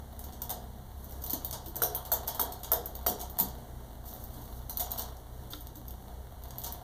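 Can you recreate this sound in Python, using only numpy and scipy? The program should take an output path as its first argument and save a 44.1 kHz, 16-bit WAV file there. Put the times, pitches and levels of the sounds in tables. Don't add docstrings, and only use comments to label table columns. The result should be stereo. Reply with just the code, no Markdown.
import sys
import numpy as np
from scipy import signal
from scipy.fft import rfft, irfft, next_fast_len
from scipy.io import wavfile

SR = 44100
rng = np.random.default_rng(int(sys.argv[2]) if len(sys.argv) > 2 else 0)


def wav_record(signal):
    frames = np.transpose(np.atleast_2d(signal))
    bounded = np.clip(frames, -1, 1)
    quanta = np.round(bounded * 32767).astype(np.int16)
    wavfile.write(sys.argv[1], SR, quanta)


N = 301203
TIME = np.arange(N) / SR
FFT_SIZE = next_fast_len(N + SR // 2, True)
HZ = np.fft.rfftfreq(FFT_SIZE, 1 / SR)

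# frequency_hz, level_db
AIR_SPECTRUM = [(10, 1), (30, -9), (100, 2.5), (160, -2), (300, -6), (550, -9), (800, -10), (1200, -22),
                (1700, -22), (2400, -23.5), (3800, -26), (8000, -28.5), (12000, -26), (15500, -20)]
# pitch_hz, level_db
FAINT_TONES = [(47, -53.5), (77, -55.5), (125, -56.5), (194, -63.5), (219, -68.5), (236, -63.5)]
# frequency_hz, t60_s
ROOM_DECAY = [(150, 1), (700, 0.55), (2000, 0.33), (5000, 0.35), (10000, 0.21), (15000, 0.13)]
# time_s, pitch_hz
HUM_PITCH_CURVE = [(0.0, 65.5), (1.0, 65), (2.2, 63), (3.2, 63), (3.5, 60.5), (4.6, 60), (5.2, 61),
                   (6.83, 61.5)]
# level_db, share_of_dip
HUM_PARTIALS = [(-1.5, 0.69), (5.5, 0.97), (-6.5, 0.45), (-8.5, -0.28)]
THROB_TIMES = [-0.03, 0.22, 0.47, 0.71, 0.95, 1.2, 1.45, 1.68, 1.93, 2.19, 2.47, 2.74, 3.02, 3.27, 3.51,
               3.77, 4.03, 4.3, 4.56, 4.83, 5.1, 5.37, 5.65, 5.9, 6.18, 6.44, 6.7, 6.97]
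# time_s, dip_db, level_db
THROB_SHAPE = [(0.0, 4, -2.5), (1.498, 7.5, 1), (2.3, 2.5, -3.5), (3.0, 7, 0), (3.6, 12, 0.5), (4.4, 10, 0),
               (4.8, 3, 0.5), (5.15, 9, -0.5), (6.83, 12.5, -0.5)]

# frequency_hz, width_hz, lift_db
TUB_RESONANCES = [(420, 22, 6), (478, 21, 6), (539, 14, 2), (662, 68, 6.5), (723.4, 16.5, 9.5),
                  (767, 4.5, -3.5), (824, 19, 0), (870, 10, 2), (937, 33, 5.5), (1140, 17, 7.5),
                  (1500, 33, -0.5)]
# pitch_hz, level_db, t60_s
TUB_RING_MODES = [(409, -5, 0.51), (483, -7, 0.5), (658, -3, 0.55), (724, 2.5, 0.45), (887, 3, 0.13),
                  (927, -3, 0.25), (1170, -1, 0.25), (1565, -10, 0.2)]
# start_s, level_db
FUR_STROKES = [(0.97, -52), (4.049, -46), (4.33, -62), (5.74, -65)]
# frequency_hz, level_db
FUR_SPECTRUM = [(200, -3), (700, 0), (2000, -20.5), (5000, -7), (9000, -11.5), (12000, -3), (16000, 0.5)]
# start_s, end_s, level_db
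STIR_BOUTS = [(0.201, 0.558, -50.5), (1.047, 1.2, -51), (1.243, 1.685, -47.5), (1.772, 2.478, -43),
              (2.546, 3.52, -46.5), (4.074, 4.602, -48.5), (4.781, 5.049, -43.5), (5.5, 5.936, -61),
              (6.393, 6.815, -47.5)]
# frequency_hz, level_db
CHAFF_SPECTRUM = [(150, -39.5), (700, 18.5), (1800, -0.5), (4000, 3.5), (7000, -14), (11000, -5.5),
                  (16000, 2)]
# start_s, level_db, pitch_hz, decay_s, grit_gain
FLOOR_THUDS = [(1.334, -17.5, 275, 0.0053, 0.13), (1.359, -30, 289, 0.0055, 0.65),
               (1.663, -32, 329, 0.016, 0.97), (1.819, -35.5, 352, 0.027, 1), (2.41, -35.5, 273, 0.023, 1),
               (3.073, -30.5, 208, 0.038, 1), (3.075, -34.5, 348, 0.04, 1), (3.405, -26.5, 188.5, 0.03, 1),
               (4.37, -37.5, 290, 0.018, 1), (5.53, -36, 295, 0.02, 0.85), (5.763, -36, 302.6, 0.024, 0.54)]
# start_s, level_db, pitch_hz, decay_s
HARD_TICKS = [(5.524, -46, 3600, 0.003), (5.534, -29.5, 3640, 0.0022), (5.535, -39.5, 1360, 0.0048)]
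# start_s, level_db, pitch_hz, decay_s
PAW_SCUFFS = [(0.497, -35, 740, 0.063), (1.333, -37.5, 865, 0.032), (1.53, -35, 763, 0.044),
              (1.758, -34.5, 650, 0.018), (2.335, -35, 800, 0.055), (2.856, -48, 517, 0.025),
              (4.8, -45, 810, 0.072), (4.98, -39.5, 760, 0.059), (6.64, -45, 750, 0.11)]
# frequency_hz, level_db
KNOCK_SPECTRUM = [(60, -32), (200, -6), (420, -1), (750, -8.5), (1100, -8), (1600, -3), (2100, -11.5),
                  (3200, -33), (8000, -16)]

# start_s, level_db, body_db, decay_s
STALK_SNAPS = [(0.193, -29.5, -18.5, 0.001), (0.24, -33.5, -13.5, 0.0062), (0.3248, -48, -7, 0.0025),
               (0.3314, -44.5, -5, 0.008), (0.419, -23.5, -19, 0.0009), (0.421, -23, -23, 0.00074),
               (0.4947, -25, -17.5, 0.0026), (0.5038, -20, -16, 0.0026), (0.5114, -29, -12.5, 0.0016),
               (1.0445, -37, -24, 0.00054), (1.096, -37, -29, 0.00057), (1.11, -36, -23, 0.00051),
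               (1.123, -37, -20.5, 0.0005), (1.22, -36, -16, 0.0091), (1.239, -24, -21, 0.006),
               (1.264, -23.5, -22.5, 0.0012), (1.2981, -20.5, -21.5, 0.0022), (1.3057, -19.5, -21, 0.0024),
               (1.3328, -19, -17.5, 0.0059), (1.4476, -18, -25, 0.0016), (1.511, -28, -17, 0.0012),
               (1.528, -30.5, -4, 0.013), (1.661, -31, -15.5, 0.011), (1.6844, -29, -31, 0.0016),
               (1.7576, -25.5, -21.5, 0.002), (1.7662, -21, -26, 0.001), (1.8201, -9.5, -20.5, 0.017),
               (1.836, -14.5, -32.5, 0.0008), (1.949, -13, -28, 0.0012), (2.052, -37.5, -7.5, 0.0033),
               (2.0597, -29.5, -22, 0.0027), (2.118, -8.5, -24, 0.0082), (2.137, -17, -22.5, 0.0018),
               (2.2755, -28.5, -13, 0.0027), (2.279, -20.5, -11.5, 0.0084), (2.348, -29, -17, 0.002),
               (2.3555, -31, -21, 0.002), (2.3956, -15, -18.5, 0.0058), (2.4, -20, -20, 0.001),
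               (2.4144, -13, -26.5, 0.0031), (2.522, -29, -14.5, 0.0077), (2.633, -31, -11, 0.0073),
               (2.6448, -37.5, -3, 0.0078), (2.718, -7, -27.5, 0.0053), (2.7334, -15.5, -21, 0.0029),
               (2.8586, -23.5, -25.5, 0.0037), (2.9526, -27.5, -19, 0.003), (3.0642, -15.5, -15.5, 0.007),
               (3.0687, -11, -36, 0.001), (3.0801, -18, -31, 0.0008), (3.0866, -20, -18, 0.0029),
               (3.0985, -22, -19, 0.0015), (3.1954, -38, -13, 0.0046), (3.2025, -31, -12.5, 0.0055),
               (3.212, -28, -12, 0.0086), (3.299, -32, -22, 0.0022), (3.384, -33, -20, 0.0045),
               (3.3878, -12.5, -22.5, 0.0062), (3.4002, -8.5, -32, 0.0036), (3.4086, -15.5, -21.5, 0.0018),
               (3.486, -34.5, -16.5, 0.001), (4.138, -32, -35, 0.0005), (4.2405, -28, -32, 0.00049),
               (4.3414, -47, -4, 0.0035), (4.6962, -19, -21.5, 0.0012), (4.7722, -19, -22.5, 0.004),
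               (4.797, -21, -12.5, 0.014), (4.804, -22, -22, 0.006), (4.8088, -20.5, -20.5, 0.0033),
               (4.907, -30.5, -14, 0.0099), (4.9172, -20.5, -21, 0.0031), (4.977, -26, -14, 0.02),
               (4.9852, -23.5, -17.5, 0.0079), (4.994, -24, -13.5, 0.0066), (5.021, -33.5, -11, 0.003),
               (5.1693, -48, -9, 0.00045), (5.5042, -31, -14.5, 0.054), (5.555, -40, -22, 0.0008),
               (5.601, -43, -24, 0.0005), (5.6085, -35, -22, 0.00046), (5.671, -39.5, -13.5, 0.00048),
               (5.756, -37, -17, 0.0072), (5.77, -35, -29, 0.0023), (5.882, -35, -18.5, 0.0036),
               (5.908, -37, -17, 0.0023), (6.4375, -39.5, -15, 0.00055), (6.5068, -45, -1.5, 0.0043),
               (6.584, -25.5, -21.5, 0.0012), (6.618, -36.5, -13, 0.0011), (6.6377, -31, -12, 0.0056),
               (6.6445, -28, -11.5, 0.0055), (6.664, -31.5, -7.5, 0.011), (6.7237, -26, -19, 0.0012)]
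USUAL_BODY_DB = -19
# frequency_hz, level_db
STRAW_SPECTRUM = [(150, -38), (700, -12), (1800, -25), (2400, -14.5), (3200, -10.5), (4000, -14),
                  (4900, -8), (5700, -12), (10000, -11), (16000, -9)]
# lowest_hz, highest_hz, gain, width_hz
STALK_MODE_BANDS = [(3100, 7200, 4.0, 85), (7200, 15000, 1.8, 200)]
# level_db, ring_share
STALK_RING_SHARE = [(-28, 0.3), (-12, 1)]
# start_s, crack_db, stalk_hz, knock_db, knock_hz
STALK_BITES = [(1.8187, -22.5, 1380, -25.5, 574), (2.1168, -27.5, 1490, -25.5, 760),
               (2.3945, -27.5, 1290, -23.5, 824), (2.7163, -19, 1300, -23.5, 643),
               (3.0632, -30.5, 1230, -27, 525), (3.3865, -42, 1340, -32, 780)]

# frequency_hz, lift_db
PORT_SPECTRUM = [(10500, -0.5), (11600, 0.5), (12200, 13.5), (12750, 15), (13600, 10.5), (14400, 11),
                 (15400, 12)]
# frequency_hz, side_db
STEREO_SPREAD = [(60, 8), (250, -2), (700, -7.5), (1300, -2), (2000, 4), (2600, 3), (3400, -1.5)]
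# frequency_hz, gain_db
LEFT_RESPONSE = [(40, -9), (120, -4), (250, 0.5), (700, 2), (2000, -1), (11000, 1.5), (12700, 0),
                 (15500, -3.5)]
# frequency_hz, share
PORT_CROSSFEED = [(600, 0.0079), (1200, 0.56), (2500, 1), (3800, 0.042), (5100, 0.65), (8000, 0.14),
                  (11000, 0.3), (12700, 0.51)]
# frequency_hz, level_db
HISS_SPECTRUM = [(4000, -34), (9000, -15), (12700, 0), (15500, 3)]


def gain_of(db):
    return 10 ** (np.asarray(db) / 20)


def unit_rms(x):
    return x / np.sqrt(np.mean(x ** 2) + 1e-20)


def unit_energy(x):
    return x / np.linalg.norm(x, axis=1, keepdims=True)


def spectrum(points, hz=HZ):
    point_hz, value = np.transpose(points)
    return np.interp(np.log(hz + 1), np.log(point_hz + 1), value)


def add(mix, start_s, sound):
    part = mix[:, max(round(start_s * SR), 0):][:, :sound.shape[-1]]
    part += sound[..., :part.shape[-1]]


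def drift(per_s):
    return np.interp(TIME * per_s, np.arange(2000), rng.standard_normal(2000))


def colour(x, shape_db):
    gain = unit_rms(gain_of(shape_db))
    cepstrum = irfft(np.log(gain + 1e-6), FFT_SIZE)
    cepstrum[1:FFT_SIZE // 2] *= 2
    cepstrum[FFT_SIZE // 2 + 1:] = 0
    return irfft(rfft(x, FFT_SIZE) * np.exp(rfft(cepstrum)), FFT_SIZE)[:, :N]


def resonate(x, hz, width_hz):
    radius = np.exp(-np.pi * width_hz / SR)
    return 2 * signal.lfilter([1 - radius], [1, -radius * np.exp(2j * np.pi * hz / SR)], x).real


def ringing_blows(rows, level_db, rise_share, width_hz):
    out, t = np.zeros((2, N)), np.arange(SR // 4) / SR
    for start_s, db, hz, decay_s, grit in rows:
        noise = rng.standard_normal((2, len(t)))
        band = unit_rms(resonate(resonate(noise, hz, width_hz), hz, width_hz))
        ring = np.sin(2 * np.pi * hz * t) + grit * band
        envelope = (1 - np.exp(-t / (rise_share * decay_s))) * np.exp(-t / decay_s)
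        add(out, start_s, gain_of(db + level_db) * ring * envelope)
    return out


def splinters(decay_s, spread_db, samples):
    t = np.arange(samples) / SR
    sizes = gain_of(spread_db * np.repeat(rng.standard_normal(samples // 12), 12))
    return unit_energy(rng.standard_normal((2, samples)) * sizes * np.exp(-t / decay_s))


def tub_lift_db():
    return sum(db / (1 + (2 * (HZ - hz) / width_hz) ** 2) for hz, width_hz, db in TUB_RESONANCES)


def room_air(level_db=-48.5, swell_db=1.4):
    level = gain_of(level_db + swell_db * drift(7))
    return level * colour(rng.standard_normal((2, N)), spectrum(AIR_SPECTRUM) + 0.41 * tub_lift_db())


def faint_tones():
    return sum(gain_of(db) * (1 + 0.87 * drift(4.6)) * np.sin(2 * np.pi * hz * TIME + drift(4.2))
               for hz, db in FAINT_TONES)


def hum(level_db=-44.5, roughness=0.2, pitch_rise=0.045, gap_share=0.22, waver_rad=0.3):
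    shape_s, depth_db, swell_db = np.transpose(THROB_SHAPE)
    throb_count = np.interp(TIME, THROB_TIMES, np.arange(len(THROB_TIMES)))
    place = 2 * ((throb_count + 0.5) % 1) - 1
    dip_db = np.interp(TIME, shape_s, depth_db) * np.exp(-((1 - abs(place)) / (2 * gap_share)) ** 2)
    fundamental_hz = np.interp(TIME, *np.transpose(HUM_PITCH_CURVE)) / 2 * (1 + pitch_rise * place)
    phase = 2 * np.pi * np.cumsum(fundamental_hz) / SR
    harmonics = np.zeros(N)
    for number, (db, share) in enumerate(HUM_PARTIALS, 1):
        level = gain_of(db - share * dip_db) * (1 + roughness * drift(14))
        harmonics += level * np.cos(number * phase + waver_rad * drift(19))
    return gain_of(level_db + np.interp(TIME, shape_s, swell_db) + 0.05 * drift(15)) * harmonics


def in_room(direct, walls_db=-4, walls_decay_s=0.015, tail_db=-2, build_s=0.0048):
    t = np.arange(SR // 2) / SR
    walls = rng.standard_normal((2, len(t))) * (rng.random(len(t)) < 0.05)
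    walls *= np.exp(-t / walls_decay_s) * (t > 0.0008)
    hz, frame_s, frames = signal.stft(rng.standard_normal((2, len(t))), SR, nperseg=256)
    frames *= gain_of(-60 * frame_s / spectrum(ROOM_DECAY, hz)[:, None])
    tail = signal.istft(frames, SR, nperseg=256)[1][:, :len(t)]
    tail *= 1 - np.exp(-t / build_s)
    echoes = gain_of(walls_db) * unit_energy(walls) + gain_of(tail_db) * unit_energy(tail)
    return direct + signal.fftconvolve(direct, echoes, axes=1)[:, :N]


def tub_ring(knocks, level_db=1.0):
    return sum(gain_of(level_db + db) * resonate(knocks, hz, np.log(1000) / np.pi / t60_s)
               for hz, db, t60_s in TUB_RING_MODES)


def fur_swish(rise_s=0.01, fade_s=0.37, flutter_db=5.0):
    sliding = np.zeros(N)
    for start_s, db in FUR_STROKES:
        age_s = TIME - start_s
        fade = np.exp(-np.maximum(age_s - rise_s, 0) / fade_s)
        sliding += gain_of(db) * np.clip(age_s / rise_s, 0, 1) * fade
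    swish = sliding * gain_of(flutter_db * drift(90)) * rng.standard_normal((2, N))
    return colour(swish, spectrum(FUR_SPECTRUM) + 0.17 * spectrum(PORT_SPECTRUM))


def stirring(level_db=-6.0, grains_per_s=260, rise_s=0.1, fall_s=0.14, rest_db=-52.5):
    effort = np.full(N, gain_of(rest_db))
    for start_s, end_s, db in STIR_BOUTS:
        rise = np.minimum((TIME - start_s) / rise_s, 0)
        fall = np.minimum((end_s - TIME) / fall_s, 0)
        effort = np.maximum(effort, gain_of(db) * np.exp(rise + fall))
    sizes = gain_of(6 * np.minimum(rng.exponential(1, N), 3))
    grains = sizes * (rng.random(N) < grains_per_s / SR) * rng.choice([-1, 1], (2, N))
    rustle = unit_rms(unit_rms(grains) + 0.47 * rng.standard_normal((2, N)))
    shape_db = spectrum(CHAFF_SPECTRUM) + 0.49 * spectrum(PORT_SPECTRUM)
    return gain_of(level_db) * colour(rustle * effort, shape_db)


def ticks(grit=2):
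    rows = [(*tick, grit) for tick in HARD_TICKS]
    return ringing_blows(rows, level_db=-1.0, rise_share=0.081, width_hz=2200)


def thuds():
    return ringing_blows(FLOOR_THUDS, level_db=-1.5, rise_share=0.57, width_hz=204)


def tub_knocks(level_db=22.5, width_hz=420, bite_decay_s=0.037, snap_decay_s=0.026, snap_hz=(680, 933)):
    out = np.zeros((2, N))
    from_bites = [(start_s, db, hz, bite_decay_s) for start_s, _, _, db, hz in STALK_BITES]
    from_snaps = [(start_s, db + body_db, rng.uniform(*snap_hz), snap_decay_s)
                  for start_s, db, body_db, _ in STALK_SNAPS]
    for start_s, db, hz, decay_s in from_bites + PAW_SCUFFS + from_snaps:
        scuff = splinters(decay_s, spread_db=4.2, samples=12000)
        hollow = resonate(resonate(scuff, hz, width_hz), hz, width_hz)
        add(out, start_s, gain_of(db + level_db) * (0.41 * scuff + 1.42 * hollow))
    return colour(out, spectrum(KNOCK_SPECTRUM) + tub_lift_db())


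def shaving_snaps(tries=120, over_bout_db=1.5, scatter_db=1, decay_s=0.001):
    moments_s = rng.uniform(0, N / SR, tries)
    lifts_db = rng.normal(over_bout_db, scatter_db, tries)
    return [(at_s, db + lift_db, USUAL_BODY_DB, decay_s)
            for at_s, lift_db in zip(moments_s, lifts_db)
            for start_s, end_s, db in STIR_BOUTS if start_s < at_s < end_s]


def stalk_ring(crack, snap_db):
    modes = sum(gain * rng.uniform(0.4, 1.3) * resonate(crack, hz, width_hz)
                for low_hz, high_hz, gain, width_hz in STALK_MODE_BANDS
                for hz in rng.uniform(low_hz, high_hz, size=6))
    return np.interp(snap_db, *np.transpose(STALK_RING_SHARE)) * modes


def snaps(level_db=21.5, clean_break_s=0.002):
    out = np.zeros((2, N))
    body_filter = signal.butter(2, 10000, fs=SR)
    for start_s, db, body_db, decay_s in STALK_SNAPS + shaving_snaps():
        crack = splinters(decay_s, spread_db=3.5, samples=6000)
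        arrival = rng.integers(0, 14, size=2)
        crack[[0, 1], arrival] += np.sqrt(clean_break_s / decay_s)
        crack += stalk_ring(crack, db)
        crack /= np.linalg.norm(crack[0])
        padded = np.pad(crack, [(0, 0), (16, 0)])
        body = signal.filtfilt(*body_filter, padded, padtype=None)[:, 16:]
        thickness = gain_of(0.95 * (body_db - USUAL_BODY_DB))
        add(out, start_s, gain_of(db + level_db) * (crack - body + thickness * body))
    return colour(out, spectrum(STRAW_SPECTRUM) + spectrum(PORT_SPECTRUM))


def bites(decay_s=0.0019, grit=1):
    rows = [(start_s, db, hz, decay_s, grit) for start_s, db, hz, _, _ in STALK_BITES]
    return ringing_blows(rows, level_db=1.5, rise_share=0.35, width_hz=570)


def scene():
    blows = thuds() + ticks() + bites()
    knocks = tub_knocks()
    bedding = snaps() + stirring() + fur_swish()
    through_air = in_room(bedding + 0.65 * knocks + 0.26 * blows)
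    through_floor = 0.45 * knocks + 0.5 * blows
    background = hum() + faint_tones() + room_air()
    return through_air + through_floor + tub_ring(knocks) + background


def record(dry, port_delay_s=0.0003953, hiss_db=-72, ceiling=0.8, cutoff_hz=15500):
    left, right = rfft(dry, FFT_SIZE)
    mid = (left + right) / 2
    side = (left - right) / 2 * gain_of(spectrum(STEREO_SPREAD))
    ports = np.array([(mid + side) * gain_of(spectrum(LEFT_RESPONSE)), mid - side])
    late_opposite = np.exp(-2j * np.pi * HZ * port_delay_s) * ports[::-1]
    share = spectrum(PORT_CROSSFEED)
    wide = irfft((ports - share * late_opposite) / np.sqrt(1 + share ** 2), FFT_SIZE)[:, :N]
    hiss = gain_of(hiss_db) * colour(rng.standard_normal((2, N)), spectrum(HISS_SPECTRUM))
    rounded = ceiling * np.tanh((wide + hiss) / ceiling)
    low_pass = signal.firwin(511, cutoff_hz, window=("kaiser", 8), fs=SR)
    return signal.oaconvolve(rounded, low_pass[None], "same")


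dry = scene()
out = record(dry)
wav_record(out)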